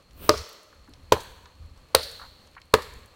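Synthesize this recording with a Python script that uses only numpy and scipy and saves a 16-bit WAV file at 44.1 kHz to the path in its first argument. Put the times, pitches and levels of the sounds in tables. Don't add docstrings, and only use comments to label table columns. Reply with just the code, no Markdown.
import sys
import numpy as np
from scipy import signal
from scipy.fft import rfft, irfft
from scipy.io import wavfile
from scipy.ndimage import uniform_filter1d

SR = 44100
rng = np.random.default_rng(int(sys.argv[2]) if len(sys.argv) > 2 else 0)


def pcm_store(signal):
    levels = np.round(np.clip(np.atleast_2d(signal), -1, 1) * 32767)
    wavfile.write(sys.argv[1], SR, levels.astype(np.int16).T)


N = 138915
TIME = np.arange(N) / SR


def from_db(db):
    return 10 ** (np.asarray(db) / 20)


def at_hz(points, hz):
    f, value = np.transpose(points)
    return np.interp(np.log(hz + 1), np.log(f), value)


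def noise(gain_at, size=N):
    x = irfft(rfft(rng.standard_normal(size)) * gain_at(np.fft.rfftfreq(size, 1 / SR)), size)
    return x / (x.std() + 1e-12)


def coloured(points):
    return noise(lambda f: from_db(at_hz(points, f)))


def burst(hz, octaves, decay_s, size=8192):
    band = noise(lambda f: np.exp(-.5 * (np.log2((f + 1) / hz) / octaves) ** 2), size)
    return band * np.exp(-TIME[:size] / decay_s)


def drift(hz, size=N):
    return noise(lambda f: 1 / (1 + (f / hz) ** 2), size)


def ring(t, hz, t60):
    return np.sin(2 * np.pi * hz * t) * 1000 ** (-t / t60)


def rise(t, tau_s):
    return 1 - np.exp(-t / tau_s)


def add(out, start_s, x):
    i = max(int(start_s * SR), 0)
    out[i:i + len(x)] += x[:max(N - i, 0)]


def minimum_phase(gain):
    cepstrum = irfft(np.log(gain + 1e-7))
    half = len(cepstrum) // 2
    cepstrum[1:half] *= 2
    cepstrum[half + 1:] = 0
    return irfft(np.exp(rfft(cepstrum)))


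def snap(envelope):
    x = rng.standard_normal(len(envelope)) * envelope
    for _ in range(3):
        x = irfft(np.exp(1j * np.angle(rfft(x)))) * envelope ** .25
    return x / np.linalg.norm(x)


def forest_air():
    # f/Hz, relative level/dB
    spectrum = [(76, -38.5), (130, -7.5), (315, -9), (394, -11.5), (532, -5.5), (638, -11.5), (917, -13),
                (1170, -9), (1400, -16), (2140, -18), (2510, -17), (4320, -20.5), (5290, -25),
                (7910, -27.5), (16000, -36.5)]
    air = from_db(-61 + 1.5 * drift(hz=6)) * coloured(spectrum)
    hiss = from_db(-68.5) * burst(hz=4280, octaves=.06, decay_s=np.inf, size=N)
    return air + hiss


def rumble():
    # t/s, relative level/dB
    envelope = [(0, -58), (.16, -42), (.30, -41.5), (.42, -36), (.46, -57), (.62, -67), (.72, -52),
                (.96, -45.5), (1.3, -41.5), (1.52, -55.5), (1.63, -39), (1.9, -49.5), (2.1, -45.5),
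                (2.45, -50.5), (2.68, -52.5), (2.97, -40), (3.15, -58)]
    # f/Hz, relative level/dB
    spectrum = [(20, -9), (50, -1), (80, 2.5), (105, -6.5), (150, -14), (300, -21.5), (600, -57.5)]
    level_db = -7.5 + np.interp(TIME, *np.transpose(envelope)) + 1.2 * drift(hz=4.5)
    return from_db(level_db) * coloured(spectrum)


def fire():
    # t/s, level/dB, f/Hz
    ticks = [(.109, -54, 4000), (0.491, -45.5, 11000), (.529, -47.5, 11000), (.632, -53, 7000),
             (.937, -46, 4000), (1.234, -46.5, 12000), (1.457, -42.5, 2620), (2.114, -41, 9000),
             (2.473, -53.5, 4500), (2.551, -47.5, 2520), (2.617, -45, 3010), (2.937, -47, 6000),
             (3.059, -52, 9000)]
    tick_s, octaves, crackles_per_s = 0.0028, 0.67, 37
    out = np.zeros(N)
    for start_s, db, hz in ticks:
        add(out, start_s, from_db(db) * burst(hz, octaves, tick_s))
    for start_s, extra_db, octave in rng.random((200, 3)) * [200 / crackles_per_s, 14, 2.5]:
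        if start_s < N / SR:
            crackle = burst(2000 * 2 ** octave, octaves, tick_s / 2, size=512)
            add(out, start_s, from_db(-69.5 + extra_db) * crackle)
    return out


def diffuse_echoes(bands):
    centres_hz, f = [row[0] for row in bands], np.fft.rfftfreq(SR, 1 / SR)
    white, out = rfft(rng.standard_normal(SR)) / np.sqrt(SR), 0
    for share, (_, db, t60) in zip(np.eye(len(bands)), bands):
        band = irfft(white * at_hz(list(zip(centres_hz, share)), f), SR)
        out = out + band * from_db(db - 60 * TIME[:SR] / t60)
    return out


def forest(x):
    # f/Hz, initial level/dB, T60/s
    trees = [(78.9, -10.5, 0.28), (250, -12, 0.23), (500, -11.5, 1), (1100, -11.5, 1.0), (2380, -5, 1),
             (3350, -3, 0.99), (3800, -5, 0.96), (4400, 0, 1.0), (4720, -5, 0.67), (7240, -2, 0.99),
             (10000, 1, .65), (15000, -2, 1)]
    # f/Hz, initial level/dB, T60/s
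    nearby = [(80, 3, 0.37), (244, 6, 0.19), (487, 1.5, 0.18), (1080, 5, .2), (2500, 2, 0.26),
              (6000, -2.5, .15), (15000, -0.5, .14)]
    # delay t/s, level/dB, lower edge f/Hz, upper edge f/Hz
    echoes = [(0.043, -20.5, 401, 1263), (0.081, -19.5, 4500, 14000)]
    t, smear_s = TIME[:SR], .012
    response = diffuse_echoes(trees) * rise(t, 0.015) + diffuse_echoes(nearby) * rise(t, 0.0017)
    for delay_s, db, low_hz, high_hz in echoes:
        smear = rng.standard_normal(SR) * (t > delay_s) * np.exp(-abs(t - delay_s) / smear_s)
        band = signal.butter(2, [low_hz, high_hz], "band", fs=SR, output="sos")
        response += from_db(db) * signal.sosfilt(band, smear / np.linalg.norm(smear))
    return signal.fftconvolve(x, response)[:N]


def swell():
    # t/s, level/dB
    envelope = [(.10, -85), (.19, -51.5), (.245, -39), (.29, -42.5), (.31, -61)]
    # f/Hz, relative level/dB
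    spectrum = [(100, -6.5), (480, -9.5), (800, -21), (1250, -15), (2000, -26), (2700, -17.5), (7000, -35),
                (9300, -24), (11500, -31), (14000, -14), (16000, -20.5)]
    level_db = np.interp(TIME, *np.transpose(envelope), left=-np.inf, right=-np.inf)
    return from_db(level_db) * coloured(spectrum)


def chops(size=16384):
    # t/s, log ring gain/dB, log pitch ratio, low-mode gain/dB, knock f/Hz, knock level/dB,
    # upper knock level/dB, crack level/dB, splinters re crack/dB, squeak f/Hz, squeak bandwidth/Hz,
    # squeak level/dB, overtones re squeak/dB, thud level/dB, forest gain/dB
    blows = [(0.2930, 0, 1.0, 0, 1134, 1.5, -11, 10, -8.5, 4825, 1416, 21, -18, -15, 1.5),
             (1.1224, -4, 1, 9, 957, 5.5, -4, 8.5, -2, 4150, 1220, 8.5, -9.5, -14.5, -1.5),
             (1.949, -3.5, 1.07, -7, 1140, -9.5, -18, 9.5, -5.5, 4250, 950, 26, -0.5, -16, 2),
             (2.7396, -0.5, 1.01, 0, 1078, 4.5, -1.5, 10, -4.5, 4030, 1400, 17, -13, -15.5, -3)]
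    out, t = np.zeros(N), TIME[:size]
    lead, press_s = SR // 100, 0.00082
    squeak_delay_s, thud_delay_s = 0.00072, 0.0044
    before = t[:lead] - t[lead]
    press = from_db(-4) * np.exp(before / press_s)
    for (start_s, log_db, pitch, low_db, knock_hz, knock_db, upper_db, crack_db, splinter_db,
         squeak_hz, width_hz, squeak_db, overtones_db, thud_db, forest_db) in blows:
        log = log_ring(t, log_db, pitch, low_db)
        body = (knock(t, knock_hz, knock_db, upper_db) + log) * rise(t, 0.00043)
        crack = from_db(crack_db) * fibre_crack(t, splinter_db)
        steel, overtones = from_db(squeak_db) * np.array(squeak(t, squeak_hz, width_hz, overtones_db))
        thud = from_db(thud_db) * ring(t, hz=77, t60=0.1) * rise(t, 0.031)
        radiated = all_directions([body, crack, from_db(0.5) * steel, from_db(-13) * overtones])
        add(out, start_s - lead / SR, press * np.sin(2 * np.pi * knock_hz * before))
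        add(out, start_s, body + crack)
        add(out, start_s + squeak_delay_s, steel + overtones)
        add(out, start_s + thud_delay_s, thud)
        add(out, start_s, from_db(forest_db) * forest(radiated))
    return out


def log_ring(t, gain_db, pitch, low_db):
    # f/Hz, relative level/dB, T60/s
    modes = [(115, -32.5, .14), (206, -32, 0.098), (280, -24.5, 0.053), (346, -18, 0.065),
             (436.3, -8.5, .07), (491.4, -7, 0.059), (526, -13.5, 0.055), (598, -17.5, 0.099),
             (795, -14.5, .04), (955, -19, 0.033), (1226, -18, 0.081), (1750, -27, 0.024),
             (2550, -26.5, .015)]
    low_below_hz, spread_db = 400, 4
    out = 0
    for hz, db, t60 in modes:
        level_db = gain_db + db + low_db * (hz < low_below_hz) + spread_db * rng.normal()
        out = out + from_db(level_db) * ring(t, pitch * hz, t60)
    return out


def knock(t, hz, db, upper_db, t60=0.013):
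    return from_db(db) * ring(t, hz, t60) + from_db(upper_db) * ring(t, 1.58 * hz, t60)


def fibre_crack(t, splinter_db):
    # f/Hz, relative level/dB
    spectrum = [(150, -6), (700, 10), (1500, 9), (2300, 6), (3000, 4.5), (3800, 4.5), (5500, 0),
                (8000, -6.5), (12000, -11), (16000, -12)]
    snap_s, splinter_s, size = 0.00086, 0.0093, len(t)
    fracture = snap(np.exp(-t / snap_s))
    splinters = rng.standard_normal(size) * from_db(3 * drift(900, size)) * np.exp(-t / splinter_s)
    fracture += from_db(splinter_db) * splinters / np.linalg.norm(splinters)
    fibres = minimum_phase(from_db(at_hz(spectrum, np.fft.rfftfreq(size, 1 / SR))))
    return signal.fftconvolve(fracture, fibres)[:size]


def squeak(t, hz, width_hz, overtones_db, slip_s=0.00077):
    # frequency ratio, relative level/dB
    overtones = [(2.17, -4), (3.22, -5)]
    slip = snap(np.exp(-t / slip_s))

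    def band(centre_hz):
        edges = [centre_hz - width_hz / 2, centre_hz + width_hz / 2]
        return signal.sosfilt(signal.butter(2, edges, "band", fs=SR, output="sos"), slip)
    return band(hz), sum(from_db(overtones_db + db) * band(ratio * hz) for ratio, db in overtones)


def all_directions(parts, smear_octaves=.22):
    f = np.fft.rfftfreq(len(parts[0]), 1 / SR)
    grid = np.geomspace(20, SR / 2, 4000)
    width = int(smear_octaves / np.log2(grid[1] / grid[0]))
    power = sum(abs(rfft(x)) ** 2 for x in parts)
    smoothed = uniform_filter1d(np.interp(grid, f, power), width)
    return minimum_phase(np.sqrt(abs(np.interp(f, grid, smoothed))))


def scuffs():
    # t/s, level/dB, decay time/s, f/Hz
    scrapes = [(0.727, -45, 0.0043, 1210), (0.876, -48, 0.0066, 1167), (.885, -51, .03, 244),
               (1.457, -50, 0.015, 1050), (2.196, -37.5, 0.0067, 1100), (2.215, -41.5, 0.022, 1110),
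               (2.236, -42, 0.01, 1070), (2.565, -41, .014, 1280), (2.578, -38, 0.0055, 1700)]
    out = np.zeros(N)
    for start_s, db, decay_s, hz in scrapes:
        scrape = burst(hz, octaves=.45, decay_s=decay_s)
        add(out, start_s, from_db(db) * scrape * rise(TIME[:len(scrape)], .001))
    return out


def scene():
    camp = fire() + scuffs()
    return (chops() + camp + forest(camp) + forest_air() + rumble() + swell())[None]


def record(dry):
    cutoff_hz = 16000
    low_pass = signal.ellip(10, .1, 70, cutoff_hz, fs=SR, output="sos")
    return signal.sosfilt(low_pass, np.clip(dry, -.96, .96))


dry = scene()
out = record(dry)
pcm_store(out)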